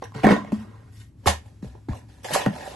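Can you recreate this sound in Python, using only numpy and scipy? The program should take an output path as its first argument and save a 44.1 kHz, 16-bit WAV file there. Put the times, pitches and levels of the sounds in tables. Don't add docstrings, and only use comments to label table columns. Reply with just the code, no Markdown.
import sys
import numpy as np
from scipy import signal
from scipy.fft import rfft, irfft
from scipy.io import wavfile
from scipy.ndimage import uniform_filter1d

SR = 44100
rng = np.random.default_rng(int(sys.argv[2]) if len(sys.argv) > 2 else 0)


def voltage_ratio(level):
    return 10 ** (np.asarray(level, float) / 20)


def master(y):
    cut = np.clip(np.atleast_2d(y).T, -1, 1)
    pcm = np.round(cut * 32767)
    wavfile.write(sys.argv[1], SR, pcm.astype(np.int16))


N = 121275

# [t/s, knock level/dB, knock f/Hz, drum level/dB]
CLODS = [(0.15, -31, 770, -28.5), (0.236, -13, 640, -21.5), (0.243, -13, 785, -4), (.251, -11.5, 700, -3.5),
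         (0.256, -7, 350, -4), (0.269, -5, 600, -12.5), (0.270, 0, 347, -17.5), (.289, -5.5, 670, -8),
         (0.297, -12, 600, -16.5), (0.308, -5.5, 450, -3), (0.316, -15.5, 950, -18),
         (0.324, -10, 420, -4.5), (0.33, -20, 920, -18.5), (0.339, -17.5, 1150, -26),
         (.352, -28, 500, -20.5), (.365, -13.5, 640, -23.5), (0.382, -31, 1000, -21.5),
         (0.398, -39.5, 900, -29.5), (0.448, -25.5, 650, -44), (0.466, -52, 506, -36.5),
         (.521, -19, 600, -19.5)]
# [f/Hz, level/dB, t60/s]
BUCKET_MODES = [(211.7, -1, 0.09), (274, -2.5, 0.074), (154, -27, 0.17), (419.7, -10.5, 0.054),
                (480, -9.5, 0.054)]
# [f/Hz, level/dB, t60/s]
BUCKET_AIR = (216.5, -26, .9)
# [t/s, level/dB, time until dirt smothers it/s]
BUCKET_AIR_RINGS = [
    (0.346, -5, 0.03),
    (.55, -1, 0.09),
]
SMOTHER_DB_PER_S = 500
KNOCK_CYCLES, STONE_CYCLES = 4.6, 9
CRACK_DB, CRACK_S = -13, 0.0011

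# [t/s, rise/s, level/dB, fall/(dB/s), tilt/(dB/octave)]
TIP_GRIT = [
    (0.019, 0.002, -42.5, 199, -17.5),
    (0.041, 0.00086, -46.5, 1496, 2),
    (0.134, 0.017, -43, 18, -12),
    (0.23, 0.01, -23, 81, -20),
    (.29, 0.026, -30.5, 182, -13),
    (0.399, 0.047, -52, 7, -23.5),
    (0.518, 0.0054, -52, 132, -4.5),
    (0.586, 0.021, -59.5, 152, -4),
    (0.68, 0.044, -74, 38, -9.5),
]
# [t/s, rise/s, level/dB, fall/(dB/s),
# tilt/(dB/octave)]
DIG_GRIT = [(1.23, 0.004, -57.5, 24, -10), (1.743, 0.0087, -54.5, 340, -18), (0.901, 0.048, -56.5, 47, -1),
            (0.961, 0.066, -54.5, 320, -2.5), (1.256, 0.023, -16.5, 299, -3.5),
            (1.302, 0.0058, -64, 370, 0), (1.44, 0.028, -64, 100, -1), (1.621, 0.0081, -54, 67, -5),
            (1.884, 0.0055, -45, 81, -8.5), (1.929, 0.048, -48, 340, 3), (2.08, 0.0087, -61.5, 18, -4),
            (2.229, .008, -48.5, 50, -1), (2.243, 0.0024, -38.5, 132, -6), (2.288, 0.062, -28.5, 80, -5.5),
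            (2.334, 0.0025, -23, 380, -0.5), (2.35, 0.0047, -43, 78, -7.5), (2.388, 0.017, -37.5, 190, -10),
            (2.462, 0.0011, -23, 1230, -18), (2.473, 0.11, -42.5, 8.3, -7), (2.638, 0.02, -53.5, 110, 3)]
# [f/Hz, level/dB, t60/s]
BURIED_BLADE = [(610, 7, 0.016), (730, 7, 0.016), (1000, 2, 0.02), (1624, -4, 0.04), (1900, -4, 0.022),
                (4740, -15, 0.08)]
# [f/Hz, level/dB, t60/s]
TIPPED_BLADE = [(465, -8, .05), (945, -4, .04), (1640, -3, .05), (1830, 0, .04), (2200, -3, .03)]
BURIED_BLADE_DB, TIPPED_BLADE_DB = -17, -20.5
GRAINS_PER_S, GRAIN_SPREAD_DB, PATCH_DB = 4300, 2.5, 3.2
CLUMP_DB, CLUMP_HZ = 1, 61
BUCKET_KNEE_HZ, GROUND_KNEE_HZ, GRIT_LOW_HZ = 2010, 700, 300

# [t/s, level/dB, f/Hz]
STONES = [(0.023, -20.5, 480), (0.025, -20, 940), (.121, -34, 1000), (.190, -26.5, 960),
          (1.259, -12.5, 1172), (1.262, -14, 368), (1.274, -3.5, 840), (1.277, -6.5, 1096),
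          (1.275, -19, 3580), (1.645, -29.5, 460), (1.752, -38.5, 910), (1.887, -27.5, 840),
          (1.459, -44.5, 848), (1.933, -27, 1060), (2.286, -22, 1750), (2.308, -19, 640),
          (2.351, -7.5, 1113), (2.360, -7, 606), (2.406, -29, 613), (2.461, -13.5, 1875),
          (2.4631, -15, 1150), (2.465, -16.5, 566), (2.677, -24, 610)]
# [t/s, level/dB, f/Hz, t60/s]
CLINKS = [(.024, -31, 469.5, .15), (.040, -27.5, 5720, 0.0062), (0.0413, -32.5, 3840, 0.0063),
          (0.055, -33.5, 1645, 0.018), (.148, -36, 1310, 0.017), (.156, -36, 436.5, 0.31),
          (.234, -20, 2220, 0.011), (0.243, -16, 2010, 0.016), (.244, -6.5, 732, 0.049),
          (.249, -10.5, 1773, 0.018), (.257, -25.5, 2250, 0.067), (.268, -9, 1794, 0.018),
          (.289, -16, 2187, .03), (.290, -21, 1290, .03), (0.289, -22, 1910, 0.023),
          (.308, -13.5, 1760, 0.022), (.311, -23, 926, 0.091), (0.325, -17.5, 914, .05),
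          (.384, -26.5, 1033, .05), (.521, -29.5, 860, 0.026), (.620, -42.5, 938, .04),
          (2.245, -31.5, 3320, .012), (2.334, -22, 3000, 0.027), (2.350, -24.5, 3270, 0.013),
          (2.373, -19, 712, 0.045), (2.389, -36, 700, 0.02), (2.402, -24, 900, 0.016),
          (2.418, -39, 700, 0.019), (2.455, -22, 870, 0.0085), (2.461, -23, 2800, 0.0083),
          (2.4606, -32.5, 6300, 0.0078), (2.533, -33, 640, 0.038), (2.611, -38, 1790, 0.045),
          (2.640, -39, 806, 0.019)]

# [t/s, level/dB, first f/Hz, last f/Hz, t60/s]
THUDS = [(0.159, -26, 156, 129.7, .2), (0.527, -11, 234, 217.5, 0.1), (0.249, -27.5, 110, 73.4, 0.15),
         (1.268, -14, 140, 76.6, 0.26), (1.628, -20.5, 300, 143, 0.066), (1.647, -28, 219, 121.3, 0.13),
         (1.667, -34, 94.5, 62.4, 0.31), (1.885, -20.5, 388, 212, 0.1), (1.893, -18, 146, 106.8, 0.182),
         (1.913, -16.5, 92, 76, 0.089), (2.464, -14.5, 432, 162.6, 0.15), (2.469, -11, 193, 120, 0.078),
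         (1.287, -22.5, 215, 191, 0.11), (2.323, -28, 175, 150.7, 0.18), (2.485, -16.5, 232, 185, 0.08)]
SAG_S, THUD_RISE_S = 0.0057, 0.002

# [f/Hz, level/dB per Hz]
AIR = [(20, -35.5), (65, -3.5), (110, -1.5), (160, -15), (260, -14.5), (560, -35.5), (3000, -45.5),
       (11000, -50)]
# [t/s, level/dB]
DUST = [(0, 4.5), (.9, 2.5), (1.07, -3), (1.12, -14), (1.2, 1.5), (1.301, 5), (1.6, 1), (1.85, 0.5),
        (2.05, 1.5), (2.75, 12)]
# [t/s, level/dB]
HUM_SWELL = [(0, 6.5), (1.201, 1.5), (1.9, -0.5), (2.1, -8), (2.75, -11)]
AIR_DB, DUST_HZ = -49, 1200
HUM_HZ, HUM_WIDTH_HZ, HUM_DB, HUM_STEADY = 107, 12, -54, 1.7

# [f/Hz, t60/s]
CELLAR = [(80, 1), (400, 0.14), (2000, 0.21), (9000, 0.18)]
CELLAR_DB, ECHO_LOW_HZ = -6, 350

# [f/Hz, side level/dB]
SIDE_GAIN = [(60, -30), (200, -19.5), (550, -1.5), (1000, -8), (4000, -5), (6500, -7), (9000, 3),
             (11000, -7.5)]
# [f/Hz, share of mid in side]
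LEFT_DIP = [(200, .1), (380, 0), (640, -.33), (1500, -.12), (4000, 0), (10000, 0), (11300, -.2)]
# [f/Hz, phase/rad]
PORT_PHASE = [(90, 0), (260, 0.4), (600, 0.6), (2500, 0.03)]
# [low f/Hz, high f/Hz, level/dB]
MID_GAP = (8700, 10100, -32)
# [low f/Hz, high f/Hz, level/dB]
SIDE_GAP = (6700, 8100, -20)
MID_TOP_HZ, SIDE_TOP_HZ, CEILING = 11950, 10700, 0.95
FILL_DB, NARROW_FROM_DB, NARROW_HZ_PER_DB = -28.5, -56, 16
WEAK_DB, LOUD_DB, WEAK_FROM_HZ = -0.3, -31, 2900


def bucket():
    out = np.zeros(N)
    drum = sum(ring(*mode, rise=0.003) for mode in BUCKET_MODES)
    for s, knock_db, hz, drum_db in CLODS:
        add(out, s, knock(hz, knock_db, KNOCK_CYCLES / hz + 0.0081) + voltage_ratio(drum_db) * drum)
    for s, db, free_s in BUCKET_AIR_RINGS:
        smother_db = SMOTHER_DB_PER_S * np.maximum(np.arange(SR // 2) / SR - free_s, 0)
        add(out, s, voltage_ratio(db - smother_db) * ring(*BUCKET_AIR, rise=0.014))
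    return out


def grain_streams():
    size = 2 * N
    hits = uniform_filter1d(1.0 * (rng.random(size) < GRAINS_PER_S / SR), size=12)
    sizes = voltage_ratio(GRAIN_SPREAD_DB * np.minimum(rng.exponential(1, size), 4))
    grains = rng.standard_normal((2, size)) * (0.3 + sizes * hits)
    clumps = evened(colour(rng.standard_normal(size), lambda hz: 1 / (1 + (hz / CLUMP_HZ) ** 2)))
    return patchy(grains * voltage_ratio(CLUMP_DB * clumps))


def grit():
    grains, t, out = grain_streams(), np.arange(SR // 2) / SR, np.zeros((2, N))
    dig_s = DIG_GRIT[0][0]
    for start, rise, db, fall, tilt in TIP_GRIT + DIG_GRIT:
        knee_hz = GROUND_KNEE_HZ if start >= dig_s else BUCKET_KNEE_HZ
        part = grains[:, round(start * SR):][:, :len(t)]
        part = colour(part, lambda hz: voltage_ratio(tilt * np.log2(hz / knee_hz + 1)) / (1 + (GRIT_LOW_HZ / (hz + 1)) ** 3))
        swell = np.sin(np.pi / 2 * np.clip(t / rise, 0, 1)) ** 2
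        fade = voltage_ratio(db - fall * (np.maximum(t - rise, 0) + 5.74 * t ** 2))
        add(out, start, evened(part) * swell * fade)
    buried = np.arange(N) / SR >= dig_s
    ground_ring = voltage_ratio(BURIED_BLADE_DB) * struck(out * buried, BURIED_BLADE)
    air_ring = voltage_ratio(TIPPED_BLADE_DB) * struck(out * ~buried, TIPPED_BLADE)
    return out + ground_ring + air_ring


def stones():
    out = np.zeros(N)
    for s, db, hz in STONES:
        add(out, s, knock(hz, db, STONE_CYCLES / hz + 0.0042))
    for s, db, hz, t60 in CLINKS:
        add(out, s, knock(hz, db, t60))
    return out


def thuds():
    out, t = np.zeros(N), np.arange(SR // 2) / SR
    for s, db, first_hz, last_hz, t60 in THUDS:
        turns = last_hz * t + (first_hz - last_hz) * SAG_S * (1 - np.exp(-t / SAG_S))
        envelope = voltage_ratio(db - 60 * t / t60) * (1 - np.exp(-t / THUD_RISE_S))
        add(out, s, envelope * np.sin(2 * np.pi * turns))
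    return out


def cellar(x):
    taps = np.zeros((2, SR // 2))
    at = np.arange(120, SR // 2 - 20, 20) + rng.integers(0, 20, (2, (SR // 2 - 121) // 20))
    np.put_along_axis(taps, at, rng.choice([-1.0, 1.0], at.shape), 1)
    hz, t, z = signal.stft(taps, SR, nperseg=512)
    tail = signal.istft(z * voltage_ratio(-60 * t / read(CELLAR, hz)[:, None]), SR, nperseg=512)[1]
    return signal.fftconvolve(x[None], tail / np.linalg.norm(tail[0]), axes=1)[:, :N]


def basement():
    t = np.arange(N) / SR
    air = voltage_ratio(AIR_DB) * evened(colour(rng.standard_normal((2, N)), lambda hz: voltage_ratio(read(AIR, hz))))
    treble = colour(air, lambda hz: 1 / (1 + (DUST_HZ / (hz + 1)) ** 2))
    air = air + treble * (voltage_ratio(np.interp(t, *np.transpose(DUST))) - 1)
    waver = evened(colour(rng.standard_normal((2, N)), lambda hz: 1 / (1 + (2 * hz / HUM_WIDTH_HZ) ** 2)))
    turn = 2 * np.pi * HUM_HZ * t
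    hum = (HUM_STEADY + waver[0]) * np.cos(turn) + waver[1] * np.sin(turn)
    air[0] += voltage_ratio(HUM_DB + np.interp(t, *np.transpose(HUM_SWELL))) * hum
    return air


def ring(hz, db, t60, rise=0.00038):
    t = np.arange(SR // 2) / SR
    return voltage_ratio(db - 60 * t / t60) * (1 - np.exp(-t / rise)) * np.sin(2 * np.pi * hz * t)


def knock(hz, db, t60):
    t = np.arange(SR // 2) / SR
    noise = uniform_filter1d(rng.standard_normal(len(t)), size=max(int(SR / hz / 8), 1))
    crack = noise * np.exp(-t / CRACK_S)
    return ring(hz, db, t60) + voltage_ratio(db + CRACK_DB) * crack / abs(crack).max()


def struck(x, modes):
    body = sum((-1) ** k * ring(*mode) / np.sqrt(mode[2]) for k, mode in enumerate(modes))
    return signal.fftconvolve(x, body[None] / np.linalg.norm(body) * 2, axes=1)[:, :N]


def patchy(x):
    z = signal.stft(x, SR, nperseg=256)[2]
    patches = uniform_filter1d(rng.standard_normal(z.shape[1:]), size=3, axis=0)
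    patches = evened(uniform_filter1d(patches, size=4, axis=1))
    return signal.istft(z * voltage_ratio(PATCH_DB * patches), SR, nperseg=256)[1]


def read(points, hz):
    f, value = np.transpose(points)
    return np.interp(np.log(hz + 1), np.log(f + 1), value)


def evened(x):
    return x / np.sqrt(np.mean(x ** 2) + 1e-20)


def colour(x, gain):
    size = x.shape[-1]
    return irfft(rfft(x) * gain(np.fft.rfftfreq(size, 1 / SR)), size)


def add(mix, s, sound):
    part = mix[..., round(s * SR):][..., :sound.shape[-1]]
    part += sound[..., :part.shape[-1]]


def scene():
    blows, crunch = bucket() + stones() + thuds(), grit()
    echo = colour(cellar(blows + crunch[0]), lambda hz: 1 / (1 + (ECHO_LOW_HZ / (hz + 1)) ** 2))
    mid, other = basement() + crunch + voltage_ratio(CELLAR_DB) * echo + [blows, 0.34 * echo[1]]

    def lean(hz):
        return read(LEFT_DIP, hz) + 1j * np.tan(np.clip(read(PORT_PHASE, hz), -1.5, 1.5) / 2)

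    side = colour(other, lambda hz: voltage_ratio(read(SIDE_GAIN, hz))) + colour(mid, lean)
    return np.array([mid + side, mid - side])


def thin_treble(x, gap, top_hz):
    low_hz, high_hz, db = gap
    x = colour(x, lambda hz: voltage_ratio(uniform_filter1d(-140.0 * (hz > top_hz), size=900)))
    hz, t, z = signal.stft(x, SR, nperseg=2048, noverlap=1024)
    treble = (abs(z[hz > WEAK_FROM_HZ]) ** 2).sum(axis=0)
    inset_hz = NARROW_HZ_PER_DB * np.maximum(10 * np.log10(treble + 1e-20) - NARROW_FROM_DB, 0)
    null = (hz[:, None] > low_hz + inset_hz * 0.5) & (hz[:, None] < high_hz - inset_hz)
    depth = np.where(treble < voltage_ratio(2 * FILL_DB), 1, 0.3)
    z = z * voltage_ratio(uniform_filter1d(db * 1.0 * null, size=6, axis=0) * depth)
    power = abs(z) ** 2 + 1e-20
    near = uniform_filter1d(power, size=6, axis=0)
    wide = np.exp(uniform_filter1d(np.log(power), size=120, axis=0))
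    quiet = treble < voltage_ratio(2 * LOUD_DB)
    weak = (near < wide * voltage_ratio(2 * WEAK_DB)) & quiet & (hz > WEAK_FROM_HZ)[:, None]
    return signal.istft(z * ~weak, SR, nperseg=2048, noverlap=1024)[1][:N]


def top_cut(x):
    return signal.sosfilt(signal.butter(12, 12870, fs=SR, output="sos"), x)


def record(dry):
    left, right = CEILING * np.tanh(dry / CEILING)
    mid = thin_treble((left + right) / 2, MID_GAP, MID_TOP_HZ)
    side = thin_treble((left - right) / 2, SIDE_GAP, SIDE_TOP_HZ)
    return top_cut(np.array([mid + side, mid - side]))


dry = scene()
out = record(dry)
master(out)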